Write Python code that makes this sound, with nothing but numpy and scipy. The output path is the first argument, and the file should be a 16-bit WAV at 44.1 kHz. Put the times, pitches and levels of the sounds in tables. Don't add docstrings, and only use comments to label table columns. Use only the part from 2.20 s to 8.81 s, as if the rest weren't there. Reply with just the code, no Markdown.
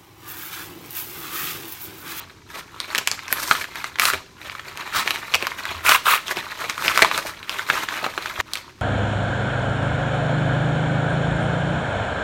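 import sys
import numpy as np
from scipy import signal
from scipy.fft import rfft, irfft, next_fast_len
from scipy.io import wavfile
from scipy.ndimage import uniform_filter1d, map_coordinates

SR = 44100
rng = np.random.default_rng(int(sys.argv[2]) if len(sys.argv) > 2 else 0)


def bounce(signal):
    frames = np.transpose(np.atleast_2d(signal))
    limited = np.clip(frames, -1, 1)
    pcm = np.round(limited * 32767).astype(np.int16)
    wavfile.write(sys.argv[1], SR, pcm)


N = 291573

# frequency in Hz, relative level in dB.
AMBIENCE_EQ = [(20, -18), (50, -5.5), (85, 1.5), (130, -2.5), (200, -7), (370, -4), (600, -23.5),
               (2000, -23), (6000, -22.5), (16000, -50)]
PADDING_EQ = [(70, -28.5), (130, -3.5), (240, -8.5), (380, 2), (490, -1.5), (620, 4.5), (850, -0.5),
              (1400, -30)]
CREASE_EQ = [(350, -30.5), (750, -10.5), (950, 1), (1300, 1), (1900, -2), (2400, -2), (2900, -7),
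             (4100, -6.5), (5000, -18), (7000, -17.5), (10000, -37), (16000, -49)]
RUB_EQ = [(2500, -1.5), (4500, 7), (7000, 2.5), (9300, 2), (10300, -3), (12000, 1.5), (14000, 0.5),
          (16000, -10.5)]
CRACK_EQ = [(2000, -6), (3500, 3.5), (6000, 7.5), (8500, -0.5), (10300, -5), (12500, -1.5), (16000, -12.5)]
TEAR_EQ = [(150, -44), (400, -22), (740, -16), (1000, -5.5), (1280, 1.5), (1750, -8.5), (2350, -8.5),
           (4000, -13.5), (6000, -37), (16000, -22)]
# frequency in Hz, seconds to fade by 60 dB.
ROOM_DECAY = [(150, 0.83), (1200, 0.18), (5000, 0.46), (15000, 0.16)]
# start in seconds, level in dB, decay time in seconds.
HAND_BUMPS = [(1.945, -31.5, 0.018), (3.152, -30, 0.022), (3.49, -34, 0.021), (3.55, -36.5, .053),
              (4.69, -32, .015), (4.825, -32, 0.019), (5.08, -34, 0.013), (6.19, -18, 0.0059)]
# start in seconds, level in dB.
FINGER_DENTS = [(1.935, -26), (3.152, -22), (3.225, -24.5), (4.169, -23.5), (4.441, -30.5), (4.82, -10.5),
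                (5.051, -26.5), (5.828, -26), (5.863, -22.5), (5.977, -28.5)]
# time in seconds, level in dB.
HOLDING_BED = [(0, -48), (.25, -54.5), (.68, -42), (1.03, -42.5), (1.7, -45.5), (2.13, -51.5), (2.35, -44),
               (3.05, -37), (3.6, -40), (4.03, -41.5), (4.55, -33.5), (4.9, -35), (5.15, -45),
               (5.27, -42.5), (5.45, -41), (6.2, -37)]
# start in seconds, length in seconds, creasing level in dB,
# rubbing in dB against the creasing.
FINGER_GRIPS = [(.008, 0.012, -34.5, -24), (0.295, 0.027, -42.5, -9), (.35, .05, -34, -7.5),
                (0.605, 0.016, -39, -7), (0.713, .08, -35, -11), (0.863, 0.1, -39, -9),
                (1.116, 0.066, -31.5, -6.5), (1.198, 0.14, -34, 2.5), (1.331, 0.09, -30, -4),
                (1.546, 0.13, -36, -9), (1.916, 0.034, -27.5, -12), (2.219, .11, -41, -10.5),
                (2.454, 0.054, -37, -13.5), (2.583, 0.13, -33.5, -14.5), (2.86, 0.13, -31, -8.5),
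                (3.133, 0.032, -33, -13), (3.213, 0.11, -34, -15), (3.382, 0.013, -31.5, -11),
                (3.434, 0.13, -34, -16.5), (4.089, 0.033, -28, -8.5), (4.166, 0.024, -28.5, -10.5),
                (4.393, 0.086, -29.5, -12.5), (4.615, .14, -24.5, -8), (4.762, 0.083, -27.5, -2.5),
                (4.938, 0.046, -24.5, -7.5), (5.044, 0.053, -31, -5.5), (5.297, 0.12, -31.5, -9.5),
                (5.484, .16, -25.5, -11.5), (5.722, 0.055, -26, -13), (5.824, 0.035, -29.5, -19),
                (6.052, 0.053, -32, -11), (6.194, 0.014, -25, -15), (6.263, 0.24, -45.5, -16),
                (6.334, 0.063, -36.5, -9)]
# start in seconds, level in dB, ring pitch in Hz, crack trim in dB.
PANEL_SNAPS = [(0.6023, -22.5, 3850, -6.5), (0.749, -16, 1830, -9), (0.7567, -22.5, 2770, -5),
               (0.7802, -19, 2860, -0.5), (0.7846, -17.5, 3000, -2), (0.8742, -14.5, 2420, -1),
               (0.9148, -19.5, 4400, -2), (0.992, -29, 1960, -19), (1.081, -30, 2020, -3.5),
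               (1.1264, -14, 1750, -21), (1.3116, -5.5, 1315, -41), (1.3515, -19, 1370, -28),
               (1.4132, -23.5, 1990, -22), (1.4424, -25, 1680, -24), (1.5567, -26.5, 1950, -10),
               (1.6427, -19.5, 1320, -13), (1.757, -28.5, 1710, -17), (1.7866, -19.5, 1890, -18),
               (1.797, -11, 2310, -5), (1.8195, -16, 1660, -16), (1.8539, -13, 2390, 0.5),
               (1.901, -16.5, 1340, -12), (1.9351, -17, 1340, -15), (2.2975, -27, 2230, -29),
               (2.3512, -27, 1190, -35), (2.3953, -25, 1760, -37), (2.5736, -31, 2480, -2.5),
               (2.8764, -15, 2010, -16), (2.9072, -14.5, 2580, -10), (2.959, -22, 2100, -23),
               (3.1396, -13.5, 2700, -31), (3.1448, -10, 2480, -11.5), (3.1529, -17.5, 2200, -4),
               (3.2251, -20.5, 2530, -22), (3.269, -14.5, 1450, -11), (3.4538, -22.5, 1680, -12),
               (3.693, -9.5, 2100, -3.5), (3.7137, -10, 1480, -25), (3.7196, -8, 1290, -23),
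               (4.0815, -23, 3050, -12), (4.17, -22, 2300, -26), (4.4975, -18, 1980, -6.5),
               (4.579, -23, 1270, -18), (4.6807, -10, 2380, -19), (4.7754, -7.5, 1340, -11),
               (4.792, -13, 1240, -21), (4.8205, -4, 1900, -10), (4.8241, -4.5, 2140, -24),
               (4.8468, -8.5, 1010, -18), (4.9134, -16.5, 1150, -25), (4.9775, -16, 1330, -5),
               (5.2294, -32, 2440, -19), (5.2947, -19.5, 2890, -11), (5.5005, -9.5, 1560, -32),
               (5.6868, -19, 1640, -33), (5.8434, -20.5, 1160, -22), (5.8639, -20, 1240, -32),
               (5.9776, -18, 1220, -28), (6.0585, -19, 1470, -21), (6.2015, -17.5, 1320, -19),
               (6.335, -27, 3200, 5.5), (6.355, -24, 2250, -7), (6.3724, -29, 3200, -13)]
# start in seconds, length in seconds, tearing level in dB,
# parting fibres in dB against the tearing, tilt of the fibres' tone in dB per octave.
FLAP_PULLS = [(1.81, 0.089, -20, -4.5, 1.5), (2.743, 0.072, -22, -4, -4), (3.659, 0.095, -12, -10, 1.5),
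              (3.861, .1, -14.5, -12, 2.5)]

CUT_S = 6.211


def amp(db):
    return 10 ** (np.asarray(db) / 20)


def unit(x):
    return x / np.sqrt(np.mean(x ** 2) + 1e-20)


def burst(x):
    return x / np.linalg.norm(x) * np.sqrt(.004 * SR)


def along(points, hz):
    freqs, values = np.transpose(points)
    return np.interp(np.log(hz + 1), np.log(freqs + 1), values)


def wobble(rate):
    knots = rng.standard_normal(int(N * rate / SR) + 4)
    return map_coordinates(knots, [np.arange(N) * rate / SR])


def add(track, start, sound):
    part = track[max(0, round(start * SR)):][:len(sound)]
    part += sound[:len(part)]


def coloured(x, eq, size=2048):
    gains = amp(along(eq, np.fft.rfftfreq(size, 1 / SR)))
    cepstrum = irfft(np.log(gains))
    cepstrum[1:size // 2] *= 2
    cepstrum[size // 2 + 1:] = 0
    impulse = irfft(np.exp(rfft(cepstrum)))
    return unit(signal.fftconvolve(x, impulse)[:len(x)])


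def crackle(rate, spread_db, friction):
    sizes = amp(spread_db * np.clip(rng.standard_normal(N), -2, 2)) * rng.choice([-1, 1], N)
    breaks = sizes * (rng.random(N) < rate / SR)
    return unit(breaks) + friction * rng.standard_normal(N)


def flexed(x, depth_db, size=256, frames=14):
    spectrum = signal.stft(x, nperseg=size)[2]
    comb = uniform_filter1d(rng.standard_normal(spectrum.shape), size=3, axis=0)
    comb = unit(uniform_filter1d(comb, size=frames, axis=1))
    return unit(signal.istft(spectrum * amp(depth_db * comb), nperseg=size)[1][:N])


def facets(x):
    return flexed(x, depth_db=4.5, size=128, frames=4)


def stroke(start, length, attack_s, release_s, arch_db):
    t = np.arange(N) / SR
    progress = np.clip((t - start) / length, 0, 1)
    fades = np.exp(np.minimum(t - start, 0) / attack_s - np.maximum(t - start - length, 0) / release_s)
    arch = amp(-arch_db * (2 * progress - 1) ** 2)
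    return fades * arch * ((t < CUT_S) | (start > CUT_S))


def ambience():
    return amp(-50.0) * coloured(rng.standard_normal(N), AMBIENCE_EQ)


def echoes(walls_db=-19.0, tail_db=-13.0):
    hz, t, noise = signal.stft(rng.standard_normal(SR // 2), SR, nperseg=256)
    fade = amp(-60 * t / along(ROOM_DECAY, hz)[:, None])
    tail = signal.istft(noise * fade, SR, nperseg=256)[1]
    response = np.zeros(SR // 2)
    add(response, .006, amp(tail_db) * tail / np.linalg.norm(tail))
    for delay in rng.uniform(.0015, .012, size=7):
        add(response, delay, amp(walls_db) * rng.choice([-1, 1], size=1))
    return response


def room(x, size=8192):
    out = x.copy()
    for start in range(0, N, size):
        stretch = x[start:start + size]
        if stretch.any():
            add(out, start / SR, signal.fftconvolve(stretch, echoes()))
    return out


def bumps(pitch_hz=82, attack_s=0.0043):
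    out, t = np.zeros(N), np.arange(SR // 4) / SR
    tone = np.sin(2 * np.pi * pitch_hz * t) * (1 - np.exp(-t / attack_s))
    for start, db, decay_s in HAND_BUMPS:
        add(out, start, amp(db) * tone * np.exp(-t / decay_s))
    return out


def dents(decay_s=0.0067):
    out, t = np.zeros(N), np.arange(SR // 16) / SR
    for start, db in FINGER_DENTS:
        pop = coloured(rng.standard_normal(len(t)), PADDING_EQ) * np.exp(-t / decay_s)
        add(out, start, amp(db) * burst(pop))
    return out


def blade(start_s=1.1268, decay_s=0.00046):
    out, t = np.zeros(N), np.arange(SR // 50) / SR
    ring = np.sin(2 * np.pi * 11600 * t) + np.sin(2 * np.pi * 13100 * t)
    add(out, start_s, amp(-11) * burst(ring * np.exp(-t / decay_s)))
    return out


def handling(holding_rub_db=-10.5, settled_db=-57):
    times, levels_db = np.transpose(HOLDING_BED)
    crease_power = amp(np.interp(np.arange(N) / SR, times, levels_db, right=settled_db)) ** 2
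    rub_power = crease_power * amp(holding_rub_db) ** 2
    for start, length, db, rub_db in FINGER_GRIPS:
        force = amp(db) * stroke(start, length, attack_s=0.016, release_s=0.019, arch_db=2)
        crease_power += force ** 2
        rub_power += (amp(rub_db) * force) ** 2
    return np.sqrt(crease_power), np.sqrt(rub_power)


def rustle(padding_db=-11.5):
    crease_gain, rub_gain = handling()
    clumps = amp(2.7 * wobble(60))
    creases = crackle(rate=480, spread_db=4.0, friction=1.0)
    paper = flexed(coloured(facets(creases), CREASE_EQ), depth_db=1.0)
    crunch = creases + crackle(rate=200, spread_db=12.5, friction=0.57)
    padding = amp(padding_db) * coloured(crunch, PADDING_EQ)
    grit = 0.45 * creases + crackle(rate=1400, spread_db=8.5, friction=0.99)
    rubbing = flexed(coloured(grit, RUB_EQ), depth_db=-0.2)
    return clumps * (crease_gain * (paper + padding) + rub_gain * rubbing)


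def snaps(ring_db=-1, flutter_db=-5.5, thud_db=-19.5):
    out, t = np.zeros(N), np.arange(SR // 16) / SR
    rise = 1 - np.exp(-t / 0.0002)
    crack_fade = np.exp(-t / 0.0001) + 0.064 * np.exp(-t / 0.0015)
    for start, db, hz, crack_db in PANEL_SNAPS:
        noise = rng.standard_normal((3, len(t)))
        overtone_hz = hz * rng.uniform(1.455, 2.22)
        speed = np.sin(2 * np.pi * hz * t) * np.exp(-t * hz / 0.94) * (1 - np.exp(-2 * t * hz))
        speed += 0.058 * np.sin(2 * np.pi * overtone_hz * t) * np.exp(-t * hz / 2.7)
        ring = amp(ring_db) * rng.choice([-1, 1]) * burst(np.gradient(speed * rise))
        flutter = amp(flutter_db) * burst(coloured(noise[0], CREASE_EQ) * rise * np.exp(-t / 0.0033))
        crack = amp(crack_db + 0.5) * burst(coloured(noise[1], CRACK_EQ) * rise * crack_fade)
        thud = amp(thud_db) * burst(coloured(noise[2], PADDING_EQ) * np.exp(-t / 0.0044))
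        add(out, start, amp(db) * (ring + flutter + crack + thud))
    return out


def rips(pivot_hz=6000):
    catches = unit(amp(1.54 * wobble(130)))
    breaks = crackle(rate=1500, spread_db=3.0, friction=0.4)
    sheet = coloured(facets(breaks * catches), TEAR_EQ)
    parting = catches * (0.5 * breaks + rng.standard_normal(N))
    out = np.zeros(N)
    for start, length, db, fibres_db, tilt_db in FLAP_PULLS:
        fibre_eq = [(hz, level + tilt_db * np.log2(hz / pivot_hz)) for hz, level in RUB_EQ]
        fibres = amp(fibres_db) * coloured(parting, fibre_eq)
        pull = amp(db) * stroke(start, length, attack_s=0.01, release_s=0.013, arch_db=4)
        out += pull * (sheet + fibres)
    return out


def scene():
    paper = rustle() + rips() + snaps() + dents() + blade() + bumps()
    before_cut = np.arange(N) < CUT_S * SR
    opening = room(paper * before_cut) * before_cut
    light_handling = room(paper * ~before_cut)
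    return (opening + light_handling + ambience())[None]


def record(dry, top_hz=16000):
    clipped = dry / (1 + np.abs(dry) ** 8) ** (1 / 8)
    size = next_fast_len(N + SR // 2)
    passband = np.fft.rfftfreq(size, 1 / SR) < top_hz
    return irfft(rfft(clipped, size) * passband, size)[..., :N]


dry = scene()
out = record(dry)
bounce(out)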